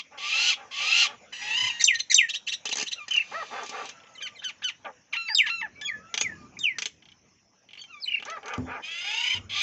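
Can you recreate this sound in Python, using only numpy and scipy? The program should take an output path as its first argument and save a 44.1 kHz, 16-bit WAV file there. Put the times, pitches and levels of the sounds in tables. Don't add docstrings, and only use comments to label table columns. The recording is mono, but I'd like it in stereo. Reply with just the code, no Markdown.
import sys
import numpy as np
from scipy import signal
from scipy.fft import rfft, irfft
from scipy.io import wavfile
from scipy.ndimage import uniform_filter1d

SR = 44100
rng = np.random.default_rng(int(sys.argv[2]) if len(sys.argv) > 2 else 0)


def master(y):
    cut = np.clip(np.atleast_2d(y).T, -1, 1)
    pcm = np.round(cut * 32767)
    wavfile.write(sys.argv[1], SR, pcm.astype(np.int16))


N = 424241


def amp(db):
    return 10 ** (np.asarray(db) / 20)


def evened(x):
    return x / np.sqrt(np.mean(abs(x) ** 2) + 1e-20)


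def read(points, hz):
    f, value = np.transpose(points)
    return np.interp(np.log(hz + 1), np.log(f + 1), value)


def add(mix, s, sound):
    at = round(s * SR)
    part, sound = mix[max(at, 0):], sound[max(-at, 0):]
    part[:len(sound)] += sound[:len(part)]


def curves(rows):
    s, *columns = np.transpose(rows)
    t = np.arange(s[0], s[-1], 1 / SR)
    return [np.interp(t, s, c) for c in columns]


def phrased(length, hz, db, phrase):
    return np.array(phrase) * [length, hz, 1, 1] + [0, 0, db, 0]


def coloured(x, spectrum):
    gain = amp(read(spectrum, np.fft.rfftfreq(len(x), 1 / SR)))
    return evened(irfft(rfft(x) * gain, len(x)))


def wobble(count, hz):
    z = rng.standard_normal((count, 2)) @ [1, 1j]
    settled = signal.lfilter(*signal.butter(2, hz / 2, fs=SR), np.tile(z, 2))[count:]
    return evened(settled)


def syrinx(hz, rough, partial_db, count, blur_hz=318.4, spread=0.73):
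    turns, rough = np.cumsum(hz) / SR, np.clip(rough, 0, 1)
    tone = np.zeros(len(hz))
    for k in range(1, count + 1):
        steady = np.sqrt(1 - rough ** 2) + rough * wobble(len(hz), blur_hz * k ** spread)
        partial = (steady * np.exp(2j * np.pi * k * turns)).real
        tone += amp(partial_db(k)) * (k * hz < 9000) * partial
    ends = np.minimum(1, np.minimum(turns, turns[-1] - turns) / 4)
    return np.sqrt(2) * tone * ends


# frequency in Hz, relative level in dB per Hz.
AIR = [(40, -28), (90, 1), (130, -3.5), (220, -0.5), (450, -11), (1300, -15.5), (2500, -13), (3800, -26.5),
       (4600, -25), (5600, -27), (6900, -21), (7500, -45.5)]
# time in seconds, wind below 450 Hz and air above it in dB before trim.
BACKGROUND = [(0.0, -74.5, -52.5), (0.96, -68.5, -45), (1.18, -67.5, -48.5), (1.689, -65, -44.5),
              (2.41, -72, -53.5), (3.43, -68, -41), (5.139, -71, -55.5), (5.38, -70.5, -56.5),
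              (5.68, -62, -52), (6.099, -66, -49), (6.3, -52.5, -47.5), (6.649, -62, -52.5),
              (7.1, -68, -57), (7.5, -74.5, -60), (8.25, -71, -51), (8.57, -67.5, -46),
              (9.11, -74.5, -47.5), (9.62, -69, -53)]
# frequency in Hz, left-right likeness (-1 to 1).
LIKENESS = [(60, 0.57), (200, 0.94), (660, 0.55), (2210, -0.022), (7360, 1)]
# frequency in Hz, left minus right in dB.
TILT = [(60, 5), (130, -1), (300, 0), (660, 1), (1480, 0), (3300, -2), (7360, -3)]
BASS_LEAD = 0.71


def background():
    frames, hz = N // 256 + 5, np.fft.rfftfreq(1024, 1 / SR)
    a, b, c, d, patches = rng.standard_normal((frames, 513, 5)).T
    patches = evened(uniform_filter1d(uniform_filter1d(patches, 10, 0), 10, 1))
    patch_db = np.where(hz < 450, 2.2, 4.8)[:, None] * patches
    same = np.clip(read(LIKENESS, hz), -1, 1)[:, None]
    left = a + 1j * b
    right = same * left + np.sqrt(1 - same ** 2) * (c + 1j * d)
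    z = np.array([left, right]) * amp(read(AIR, hz)[:, None] + patch_db)
    z *= amp(np.outer([.5, -.5], read(TILT, hz)))[:, :, None]
    z[1] *= np.exp(-1j * BASS_LEAD)
    s, wind_db, air_db = np.transpose(BACKGROUND)
    low, t = (hz < 450)[:, None], np.arange(N) / SR
    out = np.zeros((2, N))
    for part, db in ((low, wind_db + 3.5), (~low, air_db - 8.5)):
        noise = signal.istft(z * part, nperseg=1024, noverlap=768)[1][:, :N]
        out += amp(np.interp(t, s, db)) * evened(noise)
    return out


INSECTS_DB, INSECTS_PER_S = -66, 320


def insects():
    out, u = np.zeros((2, N)), np.linspace(0, 1, 2200)
    for hz in np.linspace(5500., 6500., num=8):
        falling = np.sin(2 * np.pi * np.cumsum(hz * (1 - .09 * u)) / SR)
        chirr = falling * np.sin(np.pi * u) * wobble(len(u), 200).real
        starts = (rng.random((2, N)) < INSECTS_PER_S / 8 / SR) * rng.standard_normal((2, N))
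        out += signal.oaconvolve(starts, chirr[None], axes=1)[:, :N]
    return amp(INSECTS_DB) * evened(out)


def walls(x, t60=0.21547, near_db=3.0, far_db=-10.5):
    t = np.arange(40, SR // 2, 20) / SR
    taps = np.zeros((2, SR // 2 + 20))
    near, far = amp(near_db - 60 * t / 0.045698) / 4, amp(far_db - 60 * t / t60) / 6
    at = (t * SR).astype(int) + rng.integers(0, 20, (2, len(t)))
    np.put_along_axis(taps, at, rng.choice([-1., 1.], at.shape) * (near + far), 1)
    return signal.oaconvolve(x[None], taps, axes=1)[:, :N]


PHASE_STEP_S = 3.94
# frequency in Hz, radians by which the left port leads.
LEAD = [
    [(0, -7.5), (1120, 0.5), (2070, -6), (2410, -1.3354), (3450, -3.5), (4050, -1.5), (5340, 8.5),
     (7490, 14.5)],
    [(0, -14.5), (1120, 1.652), (1890, -2), (2410, 0), (2670, 3.5), (5340, 8), (6120, 11.5), (7490, 16.5)],
]
# time in seconds, left minus right in dB.
PAN = [(0.0, 1.5), (1.07, 1.5), (1.63, -2), (2.89, -0.5), (3.05, -0.5), (3.32, 0), (3.43, -1), (5.73, 4),
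       (5.81, -2), (7.69, 1.5), (8.14, -0.5), (8.68, -2.5), (9.62, -1.5)]


def ports(x):
    hz, t = np.fft.rfftfreq(N, 1 / SR), np.arange(N) / SR
    right = np.zeros(N)
    for part, lead in zip((t < PHASE_STEP_S, t >= PHASE_STEP_S), LEAD):
        lag = np.exp(-1j * read(lead, hz))
        right += irfft(rfft(x * part) * lag * amp(-read(TILT, hz)), N)
    pan_db = np.interp(t, *np.transpose(PAN)) / 2
    return np.array([x * amp(pan_db), right * amp(-pan_db)])


# time in seconds, pitch in Hz, level in dB before the partials' offsets.
COCK = [
    [(3.945, 675.1, -59.5), (4.103, 665.5, -67), (4.285, 606.8, -66), (4.4, 553, -78.5)],
    [(5.7, 525.7, -75.5), (6.07, 661.1, -61), (6.142, 689.7, -60), (6.452, 591.2, -67), (6.502, 625.2, -78),
     (6.6, 591.5, -75)],
]


def cock(rows):
    hz, db = curves(rows)

    def partial_db(k):
        return db + (-4, 4.5, -14.5, -3.5)[k - 1]
    return syrinx(hz, 0.51, partial_db, count=4, blur_hz=40.)


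# start in seconds, relative level in dB,
# pitch in Hz, t60 in seconds.
THUMPS = [(1.621, -45, 105.2, 0.27), (8.579, -26.5, 255.5, 0.3377), (9.344, -43, 97.39, 0.986),
          (9.396, -45, 80.99, 0.387)]


def thump(db, hz, t60):
    t = np.arange(int(.3 * SR)) / SR
    modes = np.sin(2 * np.pi * hz * t) + 0.53 * np.sin(2 * np.pi * 0.34 * hz * t)
    rumble = 0.8 * wobble(len(t), 500.).real
    tick = 0.23 * rng.standard_normal(len(t)) * amp(-60 * t / 0.014)
    return amp(db) * ((modes + rumble) * amp(-60 * t / t60) + tick)


def thump_ports(thumps):
    right = (signal.hilbert(thumps) * np.exp(-1j * BASS_LEAD)).real
    return np.array([amp(4.5) * thumps, amp(-4.0) * right])


# start in seconds, count, gap in seconds,
# relative level of the first pip in dB, growth in dB per pip.
CHATTER = [(4.001, 3, 0.0344, -41.5, -2), (7.0239, 4, 0.03142, -42.5, 1.37), (7.688, 2, 0.02056, -38.5, -1),
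           (7.733, 2, 0.01985, -34, -4), (7.775, 2, 0.018, -34.5, -0.5), (7.8389, 1, 0, -36.5, -4)]
# frequency in Hz, relative level in dB.
CHATTER_MODES = [(2000, -26), (2420, 3), (3000, 8)]
CHATTER_TICK_DB = -8


def chatter(db):
    t = np.arange(900) / SR
    tick = amp(CHATTER_TICK_DB - 60 * t / 0.0065) * rng.standard_normal(len(t))
    pulse = np.zeros(len(t))
    for hz, mode_db in CHATTER_MODES:
        pulse += amp(mode_db) * (wobble(len(t), 660.0) * np.exp(2j * np.pi * hz * t)).real
    return amp(db - 11.0 - 60 * t / 0.025244) * (pulse + tick)


# start in seconds,
# length in seconds, first pitch in Hz, last pitch in Hz, level in dB, roughness (0-1).
PIPS = [(1.406, 0.03366, 2672, 1989, -42, 0.7), (1.524, 0.02006, 2732, 2187, -40.5, 0.5),
        (1.601, 0.02188, 2775, 2092, -35.5, 0.8), (1.658, 0.01618, 2648, 2248, -33, .6),
        (1.689, 0.03511, 3081, 2265, -36, .5), (4.148, 0.02, 2147, 1993, -51, 0.2),
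        (4.206, 0.02268, 2440, 2384, -41, .6), (4.261, 0.01776, 2466, 1846, -41.5, 0.4),
        (4.347, 0.01362, 2338, 2461, -53.5, .6), (4.359, 0.024225, 2187, 2022, -51.5, .4),
        (4.388, 0.02803, 3560, 3708, -50, .6), (5.271, 0.1147, 4525, 4964, -38, 0.2),
        (5.748, 0.08643, 2226, 2358, -54, 0.3), (5.867, 0.03142, 5501, 4222, -49.5, 0.9),
        (6.192, .03, 3313, 3353, -40.5, 0.2), (6.198, 0.04257, 6625, 6708, -35.5, 0.41),
        (8.053, 0.026136, 2732, 2023, -46, 0.65), (9.239, 0.03194, 2464, 2309, -31.5, 0.7),
        (9.299, 0.03001, 2418, 2320, -28.5, 0.8)]


def pip(length, first_hz, last_hz, db, rough):
    u = np.arange(0, 1, 1 / (length * SR))
    hz = last_hz + (first_hz - last_hz) * (1 - u) ** 1.5
    return syrinx(hz, rough, lambda k: db, count=1, blur_hz=298.8) * np.sin(np.pi * u) ** 0.51


# start in seconds, relative level in dB, length in seconds, top pitch in Hz,
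# lateness of the swell (0-1).
GROWLS = [(0.11, -49.5, 0.2266, 588.3, 0.31), (0.339, -46.5, 0.1411, 572.2, 0.5),
          (0.557, -47.5, 0.1498, 556.3, 0.57), (0.794, -45, 0.14656, 571.9, 0.38),
          (1.051, -45, 0.12221, 583.4, 0.75), (3.49, -35.5, 0.18197, 521.3, 0.94),
          (3.701, -36, .18, 499.6, 0.8), (4.846, -36.5, 0.07958, 635.9, 0.24),
          (8.415, -36.5, 0.20083, 498.9, 0.99), (8.644, -37.5, 0.1884, 489.8, 0.89)]
# frequency in Hz, relative level in dB.
GROWL_THROAT = [(150, -57), (280, -27.5), (420, -5), (700, -5), (1100, -4), (1550, 0), (1850, -13),
                (2500, -5.5), (3200, -21.5), (4200, -29.5), (8800, -89)]
GROWL_SHUT = .55
GROWL_PUFFS = .55


def growl(db, length, hz, swell):
    u = np.arange(0, 1, 1 / (length * SR))
    arch = np.sin(np.pi * u ** swell)
    half_pitch = hz * (.55 + .45 * arch) / 2
    bill = GROWL_SHUT + (1 - GROWL_SHUT) * arch

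    def partial_db(k):
        return read(GROWL_THROAT, k * half_pitch / bill)
    tone = evened(syrinx(half_pitch, 0.718, partial_db, count=13, blur_hz=70.447, spread=0.7))
    puffs = np.exp(-(np.cumsum(half_pitch) / SR % 1) / 0.47) * rng.standard_normal(len(u))
    opened = coloured(puffs, GROWL_THROAT)
    shut = coloured(puffs, [(f * GROWL_SHUT, v) for f, v in GROWL_THROAT])
    air = arch ** 2 * opened + (1 - arch ** 2) * shut
    return amp(db - 1.5) * (tone + GROWL_PUFFS * air) * arch ** 1.1789


# start in seconds, count, gap in seconds, relative level of the first in dB,
# growth in dB per snap, treble trim in dB, bass trim in dB.
SNAPS = [(1.3301, 1, 0.008, -24.5, 0, -33.5, -29), (2.655, 3, 0.0358, -17.5, -0.0534, -3, -13),
         (2.756, 6, 0.014, -18.5, 0.4563, -2.5, -12), (3.0817, 4, 0.0271, -22.5, -0.1135, -6, -46.5),
         (3.6333, 3, 0.03, -30.5, 4, 0, -10.5), (3.8551, 2, 0.036, -26.5, 4, -5.5, -19.5),
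         (4.8501, 1, 0, -31.5, 0, -32, -19.5), (5.1333, 1, 0.0045, -27.5, 0, -19, -42),
         (5.8127, 1, 0, -27.5, 0, -7, -32), (6.1414, 3, 0.03513, -15.5, 2, -7, -20),
         (6.59, 1, 0.0078, -28.5, 0, 21.5, -41.5), (6.7849, 3, .036, -16, 0.33, -3, -17.5),
         (8.199, 2, .026, -30, 5, -24, -15.5), (8.2516, 1, 0, -29, 0, 0, -2.5),
         (8.2994, 1, 0.0046, -30, 0, -4, -5), (8.4305, 1, 0, -35.5, 0, -45.5, -10.5),
         (8.4578, 2, .0237, -33.5, 6, -4, -18), (8.536, 1, 0.0053, -26, 0, -7, -22.5)]
# frequency in Hz, relative level in dB.
BILL = [(88, -46), (150, -26), (439, -4), (602, -14.5), (1520, -18.5), (1730, -17), (2370, -10),
        (2800, -10.5), (3090, -8), (4450, -20.5), (5800, -6), (7810, -25), (10200, -49), (17200, -120)]


def snap(db, treble_db, bass_db):
    t = np.arange(2048) / SR
    colour = [(f, v + (treble_db + 1.5) * (f > 4300) + (bass_db + 5.0) * (f < 1300)) for f, v in BILL]
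    decay = amp(-60 * t / 0.015104) + amp(-14.0 - 60 * t / 0.069)
    crack = coloured(rng.standard_normal(len(t)), colour) * decay
    return amp(db - 5.5) * signal.lfilter(*signal.butter(2, 220., "high", fs=SR), crack)


# share of the length, pitch ratio, level in dB, roughness (1 is wholly irregular).
SWELL = [(0, .73, -15.5, 0.92), (.23, .79, -7.5, 1.09), (0.501, .88, -2.5, 0.95), (0.701, 0.9583, 0, 0.99),
         (0.86, 0.9809, 3.5, 0.9), (0.997, 0.69, -7, 1.1)]
DRONE = [(0, 1, -4, 0.36), (.26, 1, -0.5, 0.8516), (.6, 0.94, 2, 0.8167), (.93, 1, 1.5, 1),
         (1, 1.1, -9.5, 0.38)]
# start in seconds, length in seconds, pitch in Hz, relative level in dB,
# phrase.
RASPED = [(-.355, 0.36425, 1538, -28.5, SWELL), (0.173, 0.37118, 1495, -24.5, SWELL),
          (0.708, 0.36582, 1457, -23, SWELL), (3.084, .855, 1217, -49.5, DRONE),
          (9.493, 0.30313, 1477, -24, SWELL)]
# frequency in Hz, relative level in dB.
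RASP_THROAT = [(290, -59), (600, -26), (963, -24), (1420, -22.5), (1790, -17.5), (2000, -11.5), (2250, -8),
               (2550, 0), (2900, -3), (3300, 2), (3620, -6), (3950, -7), (4500, -16.5), (5600, -9),
               (7810, -28.5), (10200, -73.5), (17200, -120)]
WARBLE_HZ, THROB_DB = 31.077, 106
BRIGHT_HZ, BRIGHTENING = 3500, 0.45


def rasp(rows, warble=0, spread=1.7, first_db=-17.5, throat=RASP_THROAT, air=1.1):
    hz, db, rough = curves(rows)
    swing = warble * np.sin(2 * np.pi * WARBLE_HZ * np.arange(len(hz)) / SR)
    hz, db = hz * (1 + swing), db + THROB_DB * swing

    def partial_db(k):
        return read(throat, k * hz)
    tone = evened(syrinx(hz, rough, partial_db, count=12, blur_hz=60., spread=spread))
    tone = tone + syrinx(hz, .52, lambda k: first_db, count=1, blur_hz=130.)
    breath = coloured(rng.standard_normal(len(hz)), throat) * signal.windows.tukey(len(hz), .04)
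    voice = tone + air * rough ** 2 * breath
    treble = signal.filtfilt(*signal.butter(2, BRIGHT_HZ, "high", fs=SR), voice)
    treble_change = amp(BRIGHTENING * (db - db.max())) - 1
    return amp(db) * (voice + treble_change * treble)


# time in seconds, pitch in Hz, relative level in dB.
SQUAWKS = [
    [(1.41, 825.1, -33.5), (1.46, 834.6, -34.5), (1.54, 902.4, -28.5), (1.575, 996.6, -26.5),
     (1.685, 1004, -26), (1.71, 887.5, -35)],
    [(8.815, 601.3, -59), (8.84, 616.7, -37.5), (8.9, 654.9, -37), (9.03, 717.5, -34), (9.15, 724.1, -33),
     (9.26, 731.5, -32.5), (9.385, 707.4, -38.5)],
    [(9.04, 777.8, -38), (9.15, 896.1, -30.5), (9.22, 952.8, -30.5), (9.33, 1034, -29.5),
     (9.36, 961.6, -32), (9.395, 855.5, -62.5)],
]
# frequency in Hz, relative level in dB.
SQUAWK_THROAT = [(500, -43.5), (750, -39), (1000, -23), (1400, -13.5), (1750, -14.5), (2000, -5.5),
                 (2450, 1.5), (2800, 4.5), (3300, 1.5), (3700, -7), (4300, -21.5), (5000, -11), (6000, -14),
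                 (7800, -23.5), (10200, -61.5)]
HALF_LINES, HALF_BELOW_HZ = .35, 900


def squawk(rows):
    hz = curves(rows)[0]
    roughening = [(*row, rough) for row, rough in zip(rows, np.linspace(.37, .5, len(rows)))]
    tone = rasp(roughening, warble=np.linspace(.003, .03, len(hz)), spread=1.3,
                first_db=np.where(hz < 780, -40, -19), throat=SQUAWK_THROAT, air=1.2)
    return tone * (1 + HALF_LINES * (hz < HALF_BELOW_HZ) * np.cos(np.pi * np.cumsum(hz) / SR))


# share of the length, pitch ratio, level in dB,
# slope above the second partial in dB per octave.
ARCH = [(0, 0.45, -15.5, -9.5), (0.149, .74, -15, -5), (0.297, .93, -5.5, -7), (0.543, 1, -5, -10.5),
        (.78, .92, -6.5, -11.5), (1.002, 0.38, -26, -7.5)]
HICCUP = [(0, 0.4, -9.5, -15.5), (0.171, 1.3, -16, -11), (.28, 1.02, 0, -1), (0.541, 1, -4, -8),
          (.72, .95, 0.5, -2.5), (0.998, .54, -16.5, -9)]
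YODEL = [(0, 1.07, -8, -10.5), (0.065, .74, -6, -9.5), (0.128, .66, -15, -10.5), (0.187, 1.01, -1.5, -13),
         (0.43, 1, -6.5, -10), (.52, .99, -13, -7), (0.691, .97, -13, -7), (0.721, .73, -6, -30),
         (.78, .66, -7, -35.5), (.9, .62, -19.5, -32.5), (0.997, 0.38, -36, -31)]
DROOP = [(0, .91, -20.5, -22), (0.199, 1, -8.5, -18), (0.5, .85, -4.5, -12.5), (1, 0.8, -20.5, -9)]
HELD = [(0, 1.06, 1, -3), (.1, 1, -4, -3), (.85, 1, -3.5, -3), (1, 1.04, -5, -4)]
HUM = [(0, 1.05, -0.5, -6), (0.038, 1, -6, -0.5), (.3, .99, -0.5, -4), (.75, .97, -7, 0),
       (.85, .97, -7.5, -3.5), (1, .96, -11.5, -1)]
DROOP_FIRST_DB = 8
# start in seconds, length in seconds, pitch in Hz, level of the second partial in dB
PIPE_NOTES = [(1.323, 0.52147, 971.4, -39, HUM, 0.5), (2.956, 0.0966, 1440, -36, DROOP, 0),
              (3.309, 0.14189, 672.5, -29, ARCH, 0.13), (4.201, 0.090686, 1546, -35, HICCUP, 0),
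              (4.419, 0.09297, 1514, -32.5, HICCUP, 0.2), (4.619, 0.08802, 1496, -28, HICCUP, 0.1),
              (5.125, 0.22832, 1357, -24.5, YODEL, 0.07), (5.459, 0.22, 1358, -23, YODEL, 0),
              (5.816, 0.02566, 1738, -34.5, HELD, 0), (7.875, 0.13916, 1411, -42.5, DROOP, 0.08),
              (8.248, 0.15076, 673.8, -32.5, ARCH, 0.17)]
# frequency in Hz, relative level in dB.
THROAT = [(300, -2), (950, -14.5), (1400, -9), (1900, 0), (2900, 7.5), (4000, -3.5), (4800, -11),
          (6000, -1.5), (7500, -17)]
# frequency in Hz, relative level in dB.
SHUT_THROAT = [(300, -3.5), (1300, 6.5), (2100, 8.5), (2700, -0.5), (4500, -6)]


def pipe(rows, rough, glide_rough=.011, first_db=0):
    hz, db, slope_db = curves(rows)
    throat = SHUT_THROAT if hz.max() < 800 else THROAT
    glide_speed = abs(np.gradient(np.log(hz))) * SR
    rough = rough + glide_rough * glide_speed + .045 * np.maximum(slope_db, 0)
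    hz = hz * (1 + .006 * wobble(len(hz), 60).real)

    def partial_db(k):
        source_db = db + first_db * (k == 1) + slope_db * np.log2(max(k / 2, 1))
        return source_db + read(throat, k * hz) - read(throat, 2 * hz)
    return syrinx(hz, rough, partial_db, count=9)


# start in seconds, relative level in dB, pitch reached in Hz,
# nominal length in seconds.
CHIPS = [(1.935, -23.5, 1997, 0.026), (1.985, -20, 2014, 0.024), (2.285, -19, 1869, 0.024),
         (2.33, -19.5, 1883, 0.036), (2.465, -19, 1890, 0.035), (2.514, -18.5, 1903, 0.031),
         (2.656, -24, 1788, 0.027), (2.707, -20.5, 1934, .03), (2.857, -25.5, 1928, 0.033),
         (2.91, -20.5, 1950, 0.027)]
CHIP_ROUGH = .25


def chip(db, hz, length):
    rows = [(0, .84 * hz, db - 22, -3), (.3 * length, .69 * hz, db - 10, -3),
            (.5 * length, .87 * hz, db - 6, -6), (.72 * length, hz, db - 8, -7),
            (.9 * length, 1.03 * hz, db - 10, -12), (1.15 * length, 1.02 * hz, db - 20, -16)]
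    flick = pipe(rows, rough=CHIP_ROUGH, glide_rough=.003, first_db=-21)
    puff = coloured(rng.standard_normal(len(flick)), THROAT) * np.hanning(len(flick))
    return signal.lfilter(*signal.butter(2, 1100., "high", fs=SR), flick + amp(db - 17) * puff)


# start in seconds, length in seconds, pitch in Hz,
# relative level in dB.
LIFTS = [(1.795, 0.036, 2339, -24.5), (2.098, 0.04, 2381, -22.5)]
# share of the length, pitch ratio, level in dB, slope in dB per octave.
LIFT = [(0, .8, -8, -9.5), (.36, 1, -9.5, -5.5), (.42, .83, 3.5, -1.5), (.7, .75, -1, 5), (1, 0.52, -12, 3)]


def lift(length, hz, db):
    chirp = pipe(phrased(length, hz, db, LIFT), 0.17, glide_rough=0.019)
    return signal.lfilter(*signal.butter(2, 2800., "high", fs=SR), chirp)


def whistle(rows):
    hz, db, octave_db = curves(rows)
    return syrinx(hz, 0.11, lambda k: (db, octave_db)[k - 1], count=2, blur_hz=246.0)


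# start in seconds, relative level in dB, pitch of the first note in Hz, step in Hz per note.
TRILLS = [(3.106, -12.5, 3066, -130), (8.073, -17, 2983, -100)]
TRILL_DB = (-6, -3, -1, -8)
TRILL_GAP_S = .0301


def trill_note(db, hz):
    return whistle([(0, .9 * hz, db - 18.5, db - 48), (.003, hz, db - 5.5, db - 38),
                    (.014, hz, db - 4, db - 38), (.018, .82 * hz, db - 12, db - 42),
                    (.025, .8 * hz, db - 19.5, db - 40.5), (.029, 0.579 * hz, db - 20.5, db - 40.5)])


# start in seconds, length in seconds, entry pitch in Hz, held pitch in Hz,
# last pitch in Hz, hold in seconds, settling time in seconds, relative peak level in dB, seconds to the peak.
WHISTLES = [(1.84, 0.15207, 6074, 3698, 1811, .031, 0.020089, -12.5, 0.033237),
            (2.143, 0.14412, 6071, 3724, 1770, 0.031, 0.021432, -10.5, 0.03338),
            (4.151, 0.043, 4344, 4143, 2913, 0.011, 0.008866, -37, 0.0527),
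            (4.357, .046, 4279, 4300, 3050, 0.013, 0.00733, -41.5, 0.04342),
            (4.846, 0.14783, 634.8, 650.6, 491.7, .01, 0.03156, -40.5, 0.0081),
            (5.347, 0.14334, 5099, 3748, 1625, .03, 0.02621, -13.5, 0.03608),
            (5.846, 0.0603, 3229, 3352, 3167, 0.03624, 0.0216, -32.5, 0.01574),
            (5.869, 0.14572, 2538, 2488, 1705, .016, 0.016916, -29, 0.029),
            (6.226, 0.14883, 2530, 2482, 1656, 0.014, 0.034144, -29, 0.034726),
            (6.567, 0.01, 2076, 2505, 2360, 0.011, .01, -36.5, 0.0052),
            (6.592, 0.18808, 3797, 3698, 1660, 0.026784, 0.056507, -20, 0.0552),
            (7.781, 0.06465, 4368, 4584, 4301, 0.016696, 0.020724, -45, 0.01725),
            (7.813, 0.0669, 3398, 3162, 2980, 0.028, 0.0337, -39.5, 0.01262),
            (7.996, 0.08335, 2407, 5313, 3608, 0.024657, 0.018462, -34.5, 0.04895)]
# pitch in Hz, level in dB relative to the first partial.
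OCTAVE = [(550, -14), (1800, -45), (2500, -38), (3000, -24), (3400, -8), (3800, -7), (4300, -28)]
JUMP_S, JUMP_STEEPNESS = 0.0041, 6.6
BEND_S = 0.0037
RISE_DB_PER_S, FADE_DB, FADE_BEND = 399, -32.5, 1.1036
ENTRY_DB_PER_OCTAVE = 21.5
BREAK_HZ, BREAK_WIDTH_HZ, BREAK_DB = 3400, 170, -24


def glide(length, entry_hz, held_hz, last_hz, hold_s, settle_s, db, peak_s):
    t = np.linspace(0, length, num=150)
    entering = 1 / (1 + (t / JUMP_S) ** JUMP_STEEPNESS)
    sliding_s = BEND_S * np.logaddexp(0, (t - hold_s) / BEND_S)
    hz = last_hz + (held_hz - last_hz) * np.exp(-sliding_s / settle_s) + (entry_hz - held_hz) * entering
    rise_db = RISE_DB_PER_S * np.minimum(t - peak_s, 0)
    fade_db = FADE_DB * (np.maximum(t - peak_s, 0) / (length - peak_s)) ** FADE_BEND
    accent_db = ENTRY_DB_PER_OCTAVE * np.log2(entry_hz / held_hz) * entering
    break_db = BREAK_DB * np.exp(-((hz - BREAK_HZ) / BREAK_WIDTH_HZ) ** 2) * (held_hz > BREAK_HZ)
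    db = db + rise_db + fade_db + accent_db + break_db
    return whistle(np.transpose([t, hz, db, db + read(OCTAVE, hz)]))


def scene():
    birds, thumps = np.zeros((2, N))
    for rows in COCK:
        add(birds, rows[0][0], cock(rows))
    for rows in SQUAWKS:
        add(birds, rows[0][0], squawk(rows))
    for s, *row in RASPED:
        add(birds, s, rasp(phrased(*row)))
    for s, *row, rough in PIPE_NOTES:
        first_db = DROOP_FIRST_DB * (row[-1] == DROOP)
        add(birds, s, pipe(phrased(*row), rough, first_db=first_db))
    for voice, table in ((pip, PIPS), (growl, GROWLS), (chip, CHIPS), (lift, LIFTS), (glide, WHISTLES)):
        for s, *row in table:
            add(birds, s, voice(*row))
    for s, db, hz, step_hz in TRILLS:
        for k, note_db in enumerate(TRILL_DB):
            add(birds, s + k * TRILL_GAP_S, trill_note(db + note_db, hz + k * step_hz))
    for voice, table in ((chatter, CHATTER), (snap, SNAPS)):
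        for s, count, gap_s, db, growth_db, *colour in table:
            for k in range(round(count)):
                add(birds, s + k * gap_s, voice(db + k * growth_db, *colour))
    for s, *row in THUMPS:
        add(thumps, s, thump(*row))
    return ports(birds) + walls(birds) + thump_ports(thumps) + background() + insects()


EDGE_HZ, HISS_CARRIER_HZ, TOP_HZ = 7960, 16000, 15500


def low_pass(x, hz):
    taps = signal.firwin(301, hz, window=("kaiser", 8), fs=SR)
    return signal.oaconvolve(x, taps[None], "same")


def record(dry):
    saturated = 1.4 * np.tanh(dry / 1.4)
    bass_cut = signal.butter(3, 65., "high", fs=SR, output="sos")
    band = low_pass(signal.sosfilt(bass_cut, saturated), EDGE_HZ)
    carrier = np.exp(2j * np.pi * HISS_CARRIER_HZ * np.arange(N) / SR)
    hiss = amp(-43) * band * (wobble(N, 900) * carrier).real
    return low_pass(band + hiss, TOP_HZ)


dry = scene()
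out = record(dry)
master(out)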